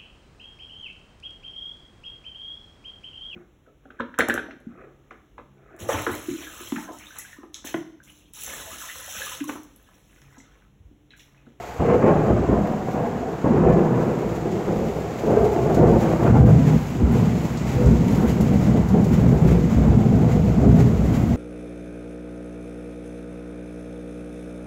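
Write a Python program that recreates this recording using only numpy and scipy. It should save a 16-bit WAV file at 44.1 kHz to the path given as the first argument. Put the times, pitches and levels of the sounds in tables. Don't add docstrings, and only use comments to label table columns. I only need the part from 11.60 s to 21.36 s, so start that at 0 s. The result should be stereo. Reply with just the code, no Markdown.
import sys
import numpy as np
from scipy import signal
from scipy.fft import rfft, irfft, next_fast_len
from scipy.io import wavfile
from scipy.ndimage import uniform_filter1d, minimum_filter1d, map_coordinates

SR = 44100
rng = np.random.default_rng(int(sys.argv[2]) if len(sys.argv) > 2 else 0)


def persist_wave(psi):
    counts = np.round(np.clip(psi, -1, 1) * 32767).astype(np.int16)
    wavfile.write(sys.argv[1], SR, np.atleast_2d(counts).T)


N = 430416


def amp(db):
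    return 10 ** (np.asarray(db) / 20)


def unit(x):
    return x / np.sqrt(np.mean(x ** 2) + 1e-20)


def along(points, hz):
    f, values = np.transpose(points)
    return np.interp(np.log(hz + 1), np.log(f + 1), values)


def curves(rows):
    times, *columns = np.transpose(rows)
    return [np.interp(np.arange(N) / SR, times, column) for column in columns]


def wobble(rate):
    knots = rng.standard_normal(int(N * rate / SR) + 4)
    return map_coordinates(knots, [np.arange(N) * rate / SR])


def filtered(x, response):
    m = next_fast_len(N + SR // 2)
    return irfft(rfft(x, m) * response(np.fft.rfftfreq(m, 1 / SR)), m)[..., :N]


def pulses(rate, spread_db):
    chance = rng.random((2, N))
    sign = rng.standard_normal((2, N))
    size = rng.exponential(size=(2, N))
    return (chance < rate / SR) * sign * amp(spread_db * size)


def ports(pair, spectrum, alike):
    def response(hz):
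        turn = np.arccos(np.clip(along(alike, hz), -1, 1)) / 2
        return amp(along(spectrum, hz)) * [np.cos(turn), np.sin(turn)]

    mid, side = filtered(pair, response)
    return unit(np.array([mid + side, mid - side]))


# (t/s, level/dB)
HISS_LEVEL = [(0, -51), (2.1, -52.5), (3, -49), (4.2, -47.5), (5.2, -46.5), (5.45, -49.5), (5.55, -45.5),
              (7.05, -46.5), (7.25, -48.5), (7.7, -48.5), (9.76, -48.5)]
# (t/s of the peak, lift/dB)
GUSTS = [(2.42, 3.5), (4.42, 6.5), (5.08, 5.5), (5.56, 2.5), (6.08, 4.5), (6.7, 2.5), (7.03, 3), (7.539, 7),
         (7.891, 4.5), (8.12, 5), (8.71, 4.5), (9.2, 5.5), (9.55, 5.5)]
GUST_RISE_S, GUST_FALL_S = 0.019, 0.039


def shower():
    t = np.arange(N) / SR
    lift_db = np.zeros(N)
    for s, db in GUSTS:
        shape = np.where(t < s, ((t - s) / GUST_RISE_S) ** 2, (t - s) / GUST_FALL_S)
        lift_db += db * np.exp(-shape)
    return curves(HISS_LEVEL)[0], lift_db


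def flurries(rate, fade_s):
    landings = rng.random(N) < rate / SR
    return unit(signal.lfilter([1], [1, -np.exp(-1 / (fade_s * SR))], landings))


# (f/Hz, level/dB per Hz)
STREET = [(300, -15), (700, 2.5), (1500, -3.5), (2400, -20.5), (3500, -23.5), (6000, -51.5), (12000, -86)]
# (f/Hz, correlation)
RAIN_ALIKE = [(500, 0.5), (1300, -0.18), (2400, 0.038), (15000, -0.18)]
FAR_BASE, FAR_LIFT = 0.28, 1


def far_rain(base_db, lift_db):
    swell_db = FAR_BASE * (base_db - base_db.mean()) + FAR_LIFT * lift_db + 1.3 * wobble(8)
    return amp(-37.5 + swell_db) * ports(rng.standard_normal((2, N)), STREET, RAIN_ALIKE)


# (f/Hz, level/dB per Hz)
ROOFS = [(1180, -22), (2000, 1.5), (3440, -9), (4530, -11), (5660, -12), (7020, -9), (8000, -14.5),
         (8850, -26.5), (12800, -20), (15600, -24)]
SPRAY_DB, SPRAY_GROWS = 2, 0.17


def rain():
    base_db, lift_db = shower()
    hiss_db = base_db + lift_db
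    spray_db = SPRAY_DB + SPRAY_GROWS * (hiss_db - hiss_db.mean())
    gusts = flurries(25, 0.016)
    gusts -= gusts.mean()
    patter = unit(rng.standard_normal((2, N)) + 2.2 * pulses(600, 1.5))
    spray = unit(rng.standard_normal((2, N)) + 2.5 * pulses(600, 1.5))
    patter *= amp(hiss_db + 1.3 * gusts)
    spray *= amp(hiss_db + spray_db + 1.6 * gusts + 1.2 * wobble(8))
    ticks, splashes = near_drops()
    patter += ticks
    spray += splashes
    near = filtered(patter, lambda hz: hz < 8800) + filtered(spray, lambda hz: hz >= 8800)
    near = amp(5.5) * ports(near, ROOFS, RAIN_ALIKE) * np.sqrt(np.mean(patter ** 2))
    return far_rain(base_db, lift_db) + near


# (t/s, tick level/dB, fine spray level/dB)
DROPS = [(3.9293, -37.5, -32), (4.1455, -28, -25.5), (5.5209, -45, -27), (5.8504, -32.5, -38),
         (5.972, -27.5, -36), (6.259, -29.5, -36), (6.6982, -35, -40), (6.809, -29.5, -21.5),
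         (7.287, -33.5, -28.5), (7.4436, -32, -28), (9.1701, -55, -32)]
TICK_HZ = 3500


def near_drops():
    t = np.arange(SR // 5) / SR
    splash = 0.25 * amp(-60 * t / 0.04) + 0.21 * amp(-60 * t / 0.25)
    ticks, spray = np.zeros((2, N)), np.zeros((2, N))
    for s, *levels_db in DROPS:
        for layer, db in zip((ticks, spray), levels_db):
            span = layer[:, round(s * SR):][:, :len(t)]
            burst = amp(db) * splash * rng.standard_normal((2, len(t)))
            span += burst[:, :span.shape[1]]
    return filtered(ticks, lambda hz: 1 / (1 + (TICK_HZ / (hz + 1)) ** 4)), spray


def scattered(pair, patchy_db):
    z = signal.stft(pair, nperseg=2048)[2]
    field = rng.standard_normal(z.shape[1:])
    field = uniform_filter1d(field, size=3, axis=0)
    field = uniform_filter1d(field, size=9, axis=1)
    return signal.istft(z * amp(patchy_db * unit(field)), nperseg=2048)[1][:, :N]


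# (f/Hz, correlation)
THUNDER_ALIKE = [(60, 0.95), (180, 0.93), (350, 0.61), (650, 0.66), (1300, 0.29), (2400, 0.1)]


def shocks(rate, colour, patchy_db):
    sound = ports(scattered(pulses(rate, 0.89), patchy_db), colour, THUNDER_ALIKE)
    power = uniform_filter1d(np.mean(sound ** 2, axis=0), SR // 10)
    return sound / np.sqrt(np.abs(power))


# (arrival t/s, build-up/s, peak level/dB, fade/dB per s, distance/km, boom against roll/dB)
CLAPS = [(0.196, 0.17, -21.5, 35, 0.76, -4), (.42, 0.016, -18.5, 25, 0.65, -7.5),
         (0.68, 0.02, -24, 60, 1.8, 5), (0.885, 0.009, -19, 38.5, 1.36, -6),
         (1.281, 0.005, -27, 144, 1.5, -7), (1.338, 0.01, -27, 14.5, 1.07, -8),
         (1.841, .25, -15.5, 33.5, 1.25, -10), (2.33, 0.068, -27.5, 9, 0.75, -0.5),
         (2.84, 0.017, -27, 67, 0.78, -15), (3.07, 0.01, -24.5, 22.5, 0.94, -6),
         (3.634, 0.14, -22.5, 33, 0.063, -1), (3.96, 0.13, -23.5, 20.5, 0.49, -0.5),
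         (4.169, 0.031, -13.5, 42, 0.95, -0.5), (4.47, 0.15, -23, 53, 0.9, -5.5),
         (4.62, 0.04, -32, 82, 0.3, 15), (4.698, 0.15, -12.5, 55, 2.64, 6), (4.98, 0.19, -18, 261, 7.6, -9),
         (5.272, 0.092, -25.5, 31, 3.8, 2), (5.397, 0.06, -19.5, 93, 2.3, -3),
         (5.5, 0.093, -17.5, 30.5, 2.73, -0.5), (6.0, 0.068, -25.5, 33, 2.8, 1.5),
         (6.12, 0.036, -24, 30, 1.84, 3.5), (6.191, 0.12, -15.5, 42, 3.1, -5),
         (6.42, 0.24, -17.5, 35, 3.06, -3), (6.8, 0.37, -17, 44, 2.77, 0),
         (7.3, 0.047, -14.5, 46, 2.86, -6), (7.502, 0.25, -13.5, 36, 3.33, -2.5),
         (7.82, 0.15, -15.5, 33, 3.7, -4), (8.143, 0.21, -16.5, 5, 2.6, 0.5),
         (9.0, 0.075, -12.5, 58, 2.76, 1), (9.47, 0.14, -23, 5, 5.2, 2)]
FRONT_S, BUILD_DB = 0.0026, 5
CRACK_DB, CRACK_LOSS_DB_PER_KM = 7, 7
MURMUR_DB = (-44, -55, -40.5)


def claps():
    step = 64
    t = np.arange(0, N + step, step) / SR
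    s, build, peak_db, fade, km, boom_db = np.transpose(CLAPS)[..., None]
    age = t - s
    shape_db = np.where(age < build, BUILD_DB * (age / build - 1), fade * (build - age))
    front = np.clip(age / FRONT_S, 0, 1) ** 2
    energy = front * amp(2 * (peak_db + np.minimum(shape_db, 0)))
    shares_db = boom_db, 0 * km, CRACK_DB - CRACK_LOSS_DB_PER_KM * km
    gains = []
    for db, low_db in zip(shares_db, MURMUR_DB):
        total = (energy * amp(2 * db)).sum(axis=0) + amp(2 * low_db)
        gains.append(np.interp(np.arange(N) / SR, t, np.sqrt(total)))
    return gains


# (f/Hz, level/dB per Hz)
BOOM = [(20, -28), (45, -20), (62, -1), (90, -2.5), (125, 11), (170, -0.5), (300, -14.5), (2000, -120)]


def boom(clumps):
    return amp(0.25 * clumps) * shocks(900, BOOM, 1.74)


# (f/Hz, level/dB per Hz)
ROLL = [(80, -22.5), (130, -4), (160, -1.5), (250, -3.5), (320, -15.5), (600, -25.5), (1500, -40.5),
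        (4000, -95)]


def roll(clumps):
    return amp(1.0 * clumps) * shocks(1500, ROLL, 2.8)


# (f/Hz, level/dB per Hz)
CRACK = [(120, -27), (250, -10.5), (350, -1), (500, -6.5), (750, -7.5), (1100, -15), (1700, -24.5),
         (2800, -38.5), (5000, -76), (12000, -130)]
# (t/s, lift/dB)
TREBLE_TILT = [(0, 7), (.6, 1), (1.5, 3), (3.7, -6.5), (4.2, -7.5), (4.6, 2.5), (5.2, 3), (9.76, -10)]


def crack(clumps):
    fronts = shocks(5000, CRACK, 2.8)
    treble = filtered(fronts, lambda hz: 1 / (1 + (900 / (hz + 1)) ** 4))
    tilt_db = curves(TREBLE_TILT)[0]
    return amp(0.34 * clumps + 1.68 * wobble(45)) * (fronts + (amp(tilt_db) - 1) * treble)


# (t/s, peak level/dB, f/Hz, cycles to the peak)
THUMPS = [(0.185, -21, 86, 1.6), (0.902, -27, 69.3, 1.7), (2.041, -20, 65.4, 1.4), (2.25, -17.5, 123.6, 11),
          (4.713, -14, 82, 1.2), (4.8, -13, 79, 2.2), (4.779, -24, 493.3, 32), (4.88, -14, 152.4, 22),
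          (5.361, -18, 235, 35), (5.421, -12.5, 76, 1.7), (6.09, -20, 120.2, 17), (6.119, -29, 491, 48),
          (6.249, -11.5, 64.6, 1.4), (8.14, -17.5, 61.7, 2.3), (8.159, -19.5, 149.4, 28),
          (8.271, -16.5, 57.5, 1.3), (8.98, -25, 410, 40), (9.139, -14, 123.3, 15)]


def thumps():
    t = np.arange(N) / SR
    out, sway = np.zeros(N), 0.5 * wobble(14)
    for s, db, hz, rise in THUMPS:
        cycles = np.maximum(t - s, 0) * hz
        u = cycles / rise
        out += amp(db) * u ** 2 * np.exp(1 - u ** 2) * np.sin(2 * np.pi * cycles + sway)
    return out


# (t/s, change/dB, half length/s)
BRIEF_GAIN = [(0.873, -3, .015), (3.947, -3, 0.012), (4.582, -5.5, .015), (5.26, -0.5, 0.18),
              (7.269, -2.5, 0.034), (9.44, 0.5, 0.036)]


def brief_gain():
    t = np.arange(N) / SR
    return amp(sum(db * np.exp(-((t - s) / half) ** 2) for s, db, half in BRIEF_GAIN))


# (f/Hz, width/Hz, lift/dB)
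BAY = [(62, 7.9, 9.5), (81, 10, 4), (122.7, 12, 1), (143.4, 28, -9), (154.2, 13, 9), (199.6, 8.8, 2),
       (219.8, 5.4, 5), (336.8, 6.5, 5.5), (425.4, 83, 4), (486, 20, 6), (684, 55, 2.5)]


def bay(hz):
    return amp(sum(lift_db / (1 + 2j * (hz - centre) / width) for centre, width, lift_db in BAY))


# (f/Hz, left lead/rad)
LEAD = [(600, 0), (1250, 3.0)]


def thunder():
    boom_gain, roll_gain, crack_gain = claps()
    clumps = wobble(22)
    fronts = boom_gain * boom(clumps) + roll_gain * roll(clumps) + crack_gain * crack(clumps)

    def askew(hz):
        return bay(hz) * np.exp(1j * along(LEAD, hz) * [[.5], [-.5]])

    return brief_gain() * filtered(fronts + thumps(), askew)


def scene():
    return rain() + thunder()


# (f/Hz, left minus right/dB)
LEAN = [(60, 2), (180, -0.5), (550, -1.0), (1650, -2), (4970, -3), (7000, -8.5), (9000, 2), (15000, -2.5)]
TOP_HZ = 15780


def record(dry):
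    leaning = filtered(dry, lambda hz: amp(along(LEAN, hz) * [[.5], [-.5]]))
    peak = np.abs(leaning).max(axis=0) + 1e-9
    needed = np.minimum(1, .75 / peak) ** .75
    hold = SR // 40
    gain = uniform_filter1d(minimum_filter1d(needed, hold), hold)
    return filtered(gain * leaning, lambda hz: hz < TOP_HZ)


dry = scene()
out = record(dry)
persist_wave(out)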